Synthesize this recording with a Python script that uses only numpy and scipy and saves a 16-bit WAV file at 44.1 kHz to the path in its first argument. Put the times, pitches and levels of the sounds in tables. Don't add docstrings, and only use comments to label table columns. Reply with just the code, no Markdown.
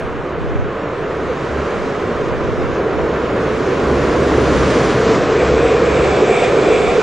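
import sys
import numpy as np
from scipy import signal
from scipy.fft import rfft, irfft, dct, next_fast_len
from scipy.io import wavfile
from scipy.ndimage import uniform_filter1d

SR = 44100
rng = np.random.default_rng(int(sys.argv[2]) if len(sys.argv) > 2 else 0)


def wav_record(signal):
    frames = np.transpose(np.atleast_2d(signal))
    bounded = np.clip(frames, -1, 1)
    quanta = np.round(bounded * 32767).astype(np.int16)
    wavfile.write(sys.argv[1], SR, quanta)


def level_to_linear(level):
    exponent = np.asarray(level, float) / 20
    return 10 ** exponent


N = 309582
T = np.arange(N) / SR

ROLL_AT_HZ = [250, 400, 1100, 4500]
# (frequency [Hz], density [dB per Hz])
ROLL_COLOUR = [(18, -43), (30, -27.5), (59, -9.5), (92, -13.0), (128, -7.5), (224, -9.0), (441, -2),
               (869, -18.5), (999, -14.5), (1320, -16), (2550, -25.5), (3450, -30.0), (6790, -36.5),
               (8000, -44.0), (10400, -73), (17600, -120)][:-2] + [(8900, -50.0), (9300, -63.5)]
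# (frequency [Hz], width [Hz], level [dB])
RAIL_BOUNCE = [(449.2, 70, 2), (375, 37, -20.5), (497.6, 60, -1.5)]
# (frequency [Hz], width [Hz], level [dB])
WHEEL_RING = [(722.6, 130, 5), (2330, 480, 3), (3477, 400, -7.5), (7540, 1300, -12.5)]
# (multiple of the pitch [1], level [dB])
MOTOR_ORDERS = [(.667, -12.5), (1, 2), (2, -5.5), (4, -13)]
# (time [s], level [dB], half length [s])
HUM = [(.33, -37.5, .1), (1.25, -35, 0.13), (1.57, -27.5, 0.078), (2.15, -36, .3), (3.2, -33.5, .5),
       (3.95, -25, .13), (4.45, -24, .25), (4.85, -31, 0.22), (5.53, -24, 0.14), (6.0, -27, .22),
       (6.7, -41, .3)]
# (time [s], pitch rise [Hz], half length [s])
TRAILING_MOTOR = (6.05, 4, .25)
# (time [s], peak [dB], frequency [Hz])
KNOCKS = [
    (1.297, -8.5, 468),
    (2.864, -12, 426),
    (4.895, -4, 454),
    (5.75, -3.5, 458),
    (6.589, -5, 393),
    (6.294, 0, 443),
    (6.309, 1.5, 415),
    (6.418, -2.5, 520),
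]
# (time [s], level [dB])
NEARNESS = [(0.0, -42.5), (0.02, -48), (0.53, -48.5), (1.68, -42), (2.31, -44), (3.21, -42.5), (4.85, -32),
            (4.96, -34), (5.14, -31.5), (5.2, -35), (6.96, -34), (7.02, -31.5)]
# (level [dB], share of nearness [1], closing [dB per s], added once abreast [dB per s])
BODY = (-26, 0.38, 1.046, -3)
TRACK_BED = (-25.5, 0.03, 1.9, -0.77)
RAIL = (-23.5, 0.4626, 0.34, -1.07)
CONTACT = (-36.5, 1.22, 0.1969, -1.2)
BOUNCE = (-18, 0.28, 0.16, -0.9)
RING = (-33.5, 0.4, -0.21, 1.5)
SPREAD_MID = (-45, 0.29, 1.73, -1.2)
SPREAD_HIGH = (-50, 1.5, -0.1, -3)
# (time [s], half length [s],
# body [dB], track bed [dB], rail bounce [dB])
SURGES = [(1.302, .4, -2, -.5, .1), (2.856, .25, 0, 1.5, .1), (3.565, 0.031, -4.5, -4.5, .1),
          (4.258, 0.34, 2, 1.5, .1), (5.1, .15, -0.5, -2, 1), (5.75, 0.2, 0.4, -3.5, 4),
          (6.201, .1, 0, 2.5, -2), (6.32, .04, -1.5, -6.5, -7), (6.406, .012, -3.5, -6, -5.5),
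          (6.597, .15, -0.2, 1, 0.3), (6.897, .12, 0, -3, 2), (7.03, .025, -8, -12, -12)]
# (frequency [Hz], density [dB per Hz])
SPREAD_COLOUR = [(120, -39), (200, -7.5), (450, 4), (624, -4.5), (1390, -8), (1640, -15), (2780, -16.5),
                 (3540, -22.5), (6000, -28), (7800, -68.5), (13200, -120)]
SPREAD_TOP = [(3240, -39.0), (5500, -20.0), (6150, -16.0), (6790, -8.5), (7370, -13), (8040, -3.0),
              (8580, -6.0), (11200, -41.5), (18900, -120)][:-2] + [(9150, -12)]
# (time [s], depth [dB], half length [s])
AXIS_MID = (5.22, -7.5, .46)
AXIS_HIGH = (5.72, -22, .5)
# (time of peak [s], level [dB], rise [s])
GUSTS = [(.05, -25.5, .08), (.18, -31, 0.098), (.46, -22, .08), (.6, -16, 0.11), (1.28, -34, 0.072),
         (1.82, -31, 0.1), (2.34, -24, 0.12), (2.55, -22.5, 0.14), (2.68, -22.5, 0.077), (3.02, -28, 0.11),
         (4.58, -26.5, .12), (4.7, -32, .07), (5.2, -29, 0.11), (5.6, -33, 0.1), (6.02, -36, 0.092)]
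# (frequency [Hz], density [dB per Hz])
WIND_COLOUR = [(20, -14), (50, 6), (100, -5.5), (170, -3.5), (300, -33.5), (800, -53.5)]
# (time [s], level [dB], half length [s])
FUZZ = [
    (4.35, -79, .04),
    (4.49, -66, .04),
    (4.66, -77, .05),
    (4.82, -75, .06),
    (5.7, -63, .62),
    (6.55, -74, .1),
    (6.85, -79, .05),
]
# (frequency [Hz], level [dB])
STEP = [(40, -5), (200, -3), (440, 2), (1000, -6), (2000, -10), (3500, -16.5), (5500, -19.5), (7500, -24.5),
        (8500, -22), (10400, -25)]

MID_NEAR_DB, ABREAST_S = -40, 4.6
MOTOR_HZ, SAG_HZ, SAG_MID_S, SAG_S = 71.23, 5.5, 5.1, 1.3
GUST_FALL_SHARE, BREEZE_DB = .6, -45
EDDY_GAP_S, EDDY_DB, EDDY_HZ, EDDY_OCTAVES = 0.03, 7, 105.4, 0.23
MIC_HISS_DB, OFFSET = -64.5, .0067
FRAME, FRAME_START, CUTOFF_HZ = 2822, 1367, 10400


def rolling(flicker_db):
    body_db = level(BODY) + surge(column=2)
    bed_db = level(TRACK_BED) + surge(column=3)
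    out = 0
    for k, level_db in enumerate([body_db, bed_db, level(RAIL), level(CONTACT)]):
        share = list(zip(ROLL_AT_HZ, np.arange(len(ROLL_AT_HZ)) == k))
        part = coloured(lambda hz: closed(ROLL_COLOUR)(hz) * np.sqrt(at_hz(share, hz)))
        out = out + level_to_linear(level_db + flicker_db * drift(11)) * part
    return out


def ringing(modes, level_db, from_s, rise_s):
    out = 0
    for hz, width_hz, db in modes:
        rough = rng.standard_normal(N)
        tone = resonate(resonate(rough, hz, width_hz), hz, width_hz)
        out = out + level_to_linear(db) * rms_one(tone)
    arrival = np.clip((T - from_s) / rise_s, 0, 1)
    return level_to_linear(level_db) * arrival * out


def motor():
    sag_hz = SAG_HZ * (1 + np.tanh((T - SAG_MID_S) / SAG_S)) / 2
    hz = MOTOR_HZ - sag_hz + bell(*TRAILING_MOTOR)
    phase = 2 * np.pi * np.cumsum(hz + .4 * drift(2.8)) / SR
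    hum = 0
    for order, db in MOTOR_ORDERS:
        waver_db = 2.7 * (order != 1) * drift(1)
        hum = hum + level_to_linear(db + waver_db) * np.sin(order * phase + .3 * order * drift(3.3))
    return np.sqrt(2) * level_to_linear(swells(HUM)) * hum


def knocks(rise_s, fall_s):
    out = np.zeros(N)
    t = np.arange(int(.05 * SR)) / SR
    shape = (1 - np.exp(-t / rise_s)) ** 2 * np.exp(-t / fall_s)
    for s, db, hz in KNOCKS:
        at = round(s * SR)
        out[at:at + len(t)] += level_to_linear(db - 2.5) * shape / shape.max() * np.sin(2 * np.pi * hz * t)
    return out


def spread(tram, lag_db, lean_db):
    middle_db = level(SPREAD_MID) + bell(*AXIS_MID)
    top_db = level(SPREAD_HIGH) + bell(*AXIS_HIGH)
    even = tram / np.sqrt(uniform_filter1d(tram ** 2, size=SR // 2))
    lag = rms_one(np.gradient(uniform_filter1d(even, size=5)))
    same = level_to_linear(lag_db) * lag + level_to_linear(lean_db) * even
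    middle = level_to_linear(middle_db + 6.5) * (coloured(closed(SPREAD_COLOUR)) + same)
    return middle + level_to_linear(top_db) * coloured(closed(SPREAD_TOP))


def wind(lump_db, shared_db):
    gust_db = swells(GUSTS, GUST_FALL_SHARE)
    blow = np.hypot(level_to_linear(gust_db - 11.5), level_to_linear(BREEZE_DB + 5.0 * drift(2.1)))
    apart, shared = [blow * coloured(closed(WIND_COLOUR)) * rms_one(level_to_linear(lump_db * drift(20))) for _ in range(2)]
    t = np.arange(-.02, .02, 1 / SR)
    chance = rng.standard_normal((400, 4))
    times = .02 + np.cumsum(EDDY_GAP_S * np.exp(.25 * chance[:, 0]))
    for s, (_, size, pitch, turn) in zip(times[times < N / SR - .03], chance):
        at = round((s - .02) * SR)
        hz = EDDY_HZ * 2 ** (EDDY_OCTAVES * pitch)
        peak = level_to_linear(gust_db[round(s * SR)] + EDDY_DB + 1.5 * size)
        puff = np.cos(2 * np.pi * hz * t + 5 * turn) * np.exp(-(1.3 * hz * t) ** 2)
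        apart[at:at + len(t)] += peak * puff
    return apart * [[1], [-1]] + level_to_linear(shared_db) * shared


def microphone_hiss():
    return level_to_linear(MIC_HISS_DB) * coloured(closed([(7000, 0), (11000, 0)]))


def converter_noise():
    treble_db = level(CONTACT)
    activity_db = np.maximum(swells(FUZZ), -83)
    low = 0
    for hz in (8700, 9530, 10360, 11190):
        on = 1. * (activity_db + 5 * drift(9) > -77.5)
        strip = closed([(hz, 0), (hz + 830, 0)])
        low = low + np.array([coloured(strip) for side in "LR"]) * uniform_filter1d(on, size=400)
    high = np.array([coloured(closed([(14500, -1), (15750, -1)])) for side in "LR"])
    return level_to_linear(.7 * treble_db - 52) * (level_to_linear(-2) * low + high)


def level(part):
    db, share, closing, abreast = part
    near_db = in_time(NEARNESS)[0] - MID_NEAR_DB
    return db + share * near_db + closing * T + abreast * np.maximum(T - ABREAST_S, 0)


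def surge(column):
    return sum(bell(row[0], row[column], row[1]) for row in SURGES)


def bell(s, height, span):
    return height * np.exp(-((T - s) / span) ** 2)


def swells(rows, fall_share=1):
    power = 0
    for s, db, span in rows:
        half = span * np.where(T > s, fall_share, 1)
        power = power + level_to_linear(2 * db) * np.exp(-2 * ((T - s) / half) ** 2)
    return 10 * np.log10(power + 1e-12)


def in_time(rows):
    s, *columns = np.transpose(rows)
    return [np.interp(T, s, c) for c in columns]


def drift(rate):
    r = np.exp(-80 * np.pi * rate / SR)
    slow = signal.lfilter([1], [1, -2 * r, r * r], rng.standard_normal(N // 40 + 2002))[2000:]
    return np.interp(np.arange(N) / 40, np.arange(len(slow)), rms_one(slow))


def coloured(gain_at):
    size = next_fast_len(N)
    hz = np.fft.rfftfreq(size, 1 / SR)
    return rms_one(irfft(rfft(rng.standard_normal(size)) * gain_at(hz), size)[:N])


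def closed(points):
    return lambda hz: level_to_linear(at_hz(points, hz)) * (hz > points[0][0]) * (hz < points[-1][0])


def at_hz(points, hz):
    point_hz, value = np.array(points).T
    return np.interp(np.log(hz + 1), np.log(point_hz), value)


def resonate(x, hz, width_hz):
    r = np.exp(-np.pi * width_hz / SR)
    poles = [1, -2 * r * np.cos(2 * np.pi * hz / SR), r * r]
    return signal.lfilter([(1 - r * r) / 2, 0, (r * r - 1) / 2], poles, x)


def rms_one(x):
    return x / np.sqrt(np.mean(x ** 2) + 1e-20)


def scene():
    bounce_db = level(BOUNCE) + surge(column=4)
    ring_db = level(RING) + 2.5 * drift(4)
    tram = rolling(flicker_db=0.57) + motor() + knocks(rise_s=0.002, fall_s=.005)
    tram = tram + ringing(RAIL_BOUNCE, bounce_db - 4.5, from_s=3.8, rise_s=1.5)
    tram = tram + ringing(WHEEL_RING, ring_db - 3.5, from_s=4.5, rise_s=1.5)
    ports = tram + spread(tram, lag_db=-8.0, lean_db=-3.5) * [[-1], [1]]
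    return ports + wind(lump_db=3, shared_db=-3.5) + microphone_hiss()


def camera_rounding(x, side_db):
    m, half = FRAME, FRAME // 2
    pad = np.pad([x[0] + x[1], x[0] - x[1]], ((0, 0), (2 * m - FRAME_START, 3 * m))) / 2
    count = pad.shape[1] // m - 1
    window = np.sin(np.pi * (np.arange(2 * m) + .5) / (2 * m))
    index = np.arange(count)[:, None] * m + np.arange(2 * m)
    a, b, c, d = np.split(pad[:, index] * window, 4, axis=2)
    folded = np.concatenate([-c[..., ::-1] - d, a - b[..., ::-1]], axis=2)
    bins = dct(folded, type=4, norm="ortho")
    hz = (np.arange(m) + .5) * SR / 2 / m
    loud = .15 * (np.mean(bins[0] ** 2, axis=1, keepdims=True) / .008 + 1e-9) ** .65
    band = (22 * np.log(1 + hz / 700)).astype(int)
    patch = rng.standard_normal((2, count, band[-1] + 1))[..., band]
    finer_db = np.array([0, side_db])[:, None, None] * (hz > 7400)
    step = loud * level_to_linear(at_hz(STEP, hz) + 2.5 * patch + finer_db)
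    kept = step * np.sign(bins) * np.floor(abs(bins) / step + .42)
    back = dct(kept * (hz < CUTOFF_HZ), type=4, norm="ortho")
    u, v = back[..., :half], back[..., half:]
    frames = np.concatenate([v, -v[..., ::-1], -u[..., ::-1], -u], axis=2) * window
    joined = (frames[:, :-1, m:] + frames[:, 1:, :m]).reshape(2, -1)
    mid, side = joined[:, m - FRAME_START:][:, :N]
    return np.array([mid + side, mid - side])


def top_cut(x):
    return signal.sosfilt(signal.butter(12, 15800, fs=SR, output="sos"), x)


def record(dry):
    soft = 1.05 * np.tanh(dry / 1.05)
    mix = camera_rounding(soft, side_db=-4) + converter_noise() + OFFSET
    return top_cut(mix)


dry = scene()
out = record(dry)
wav_record(out)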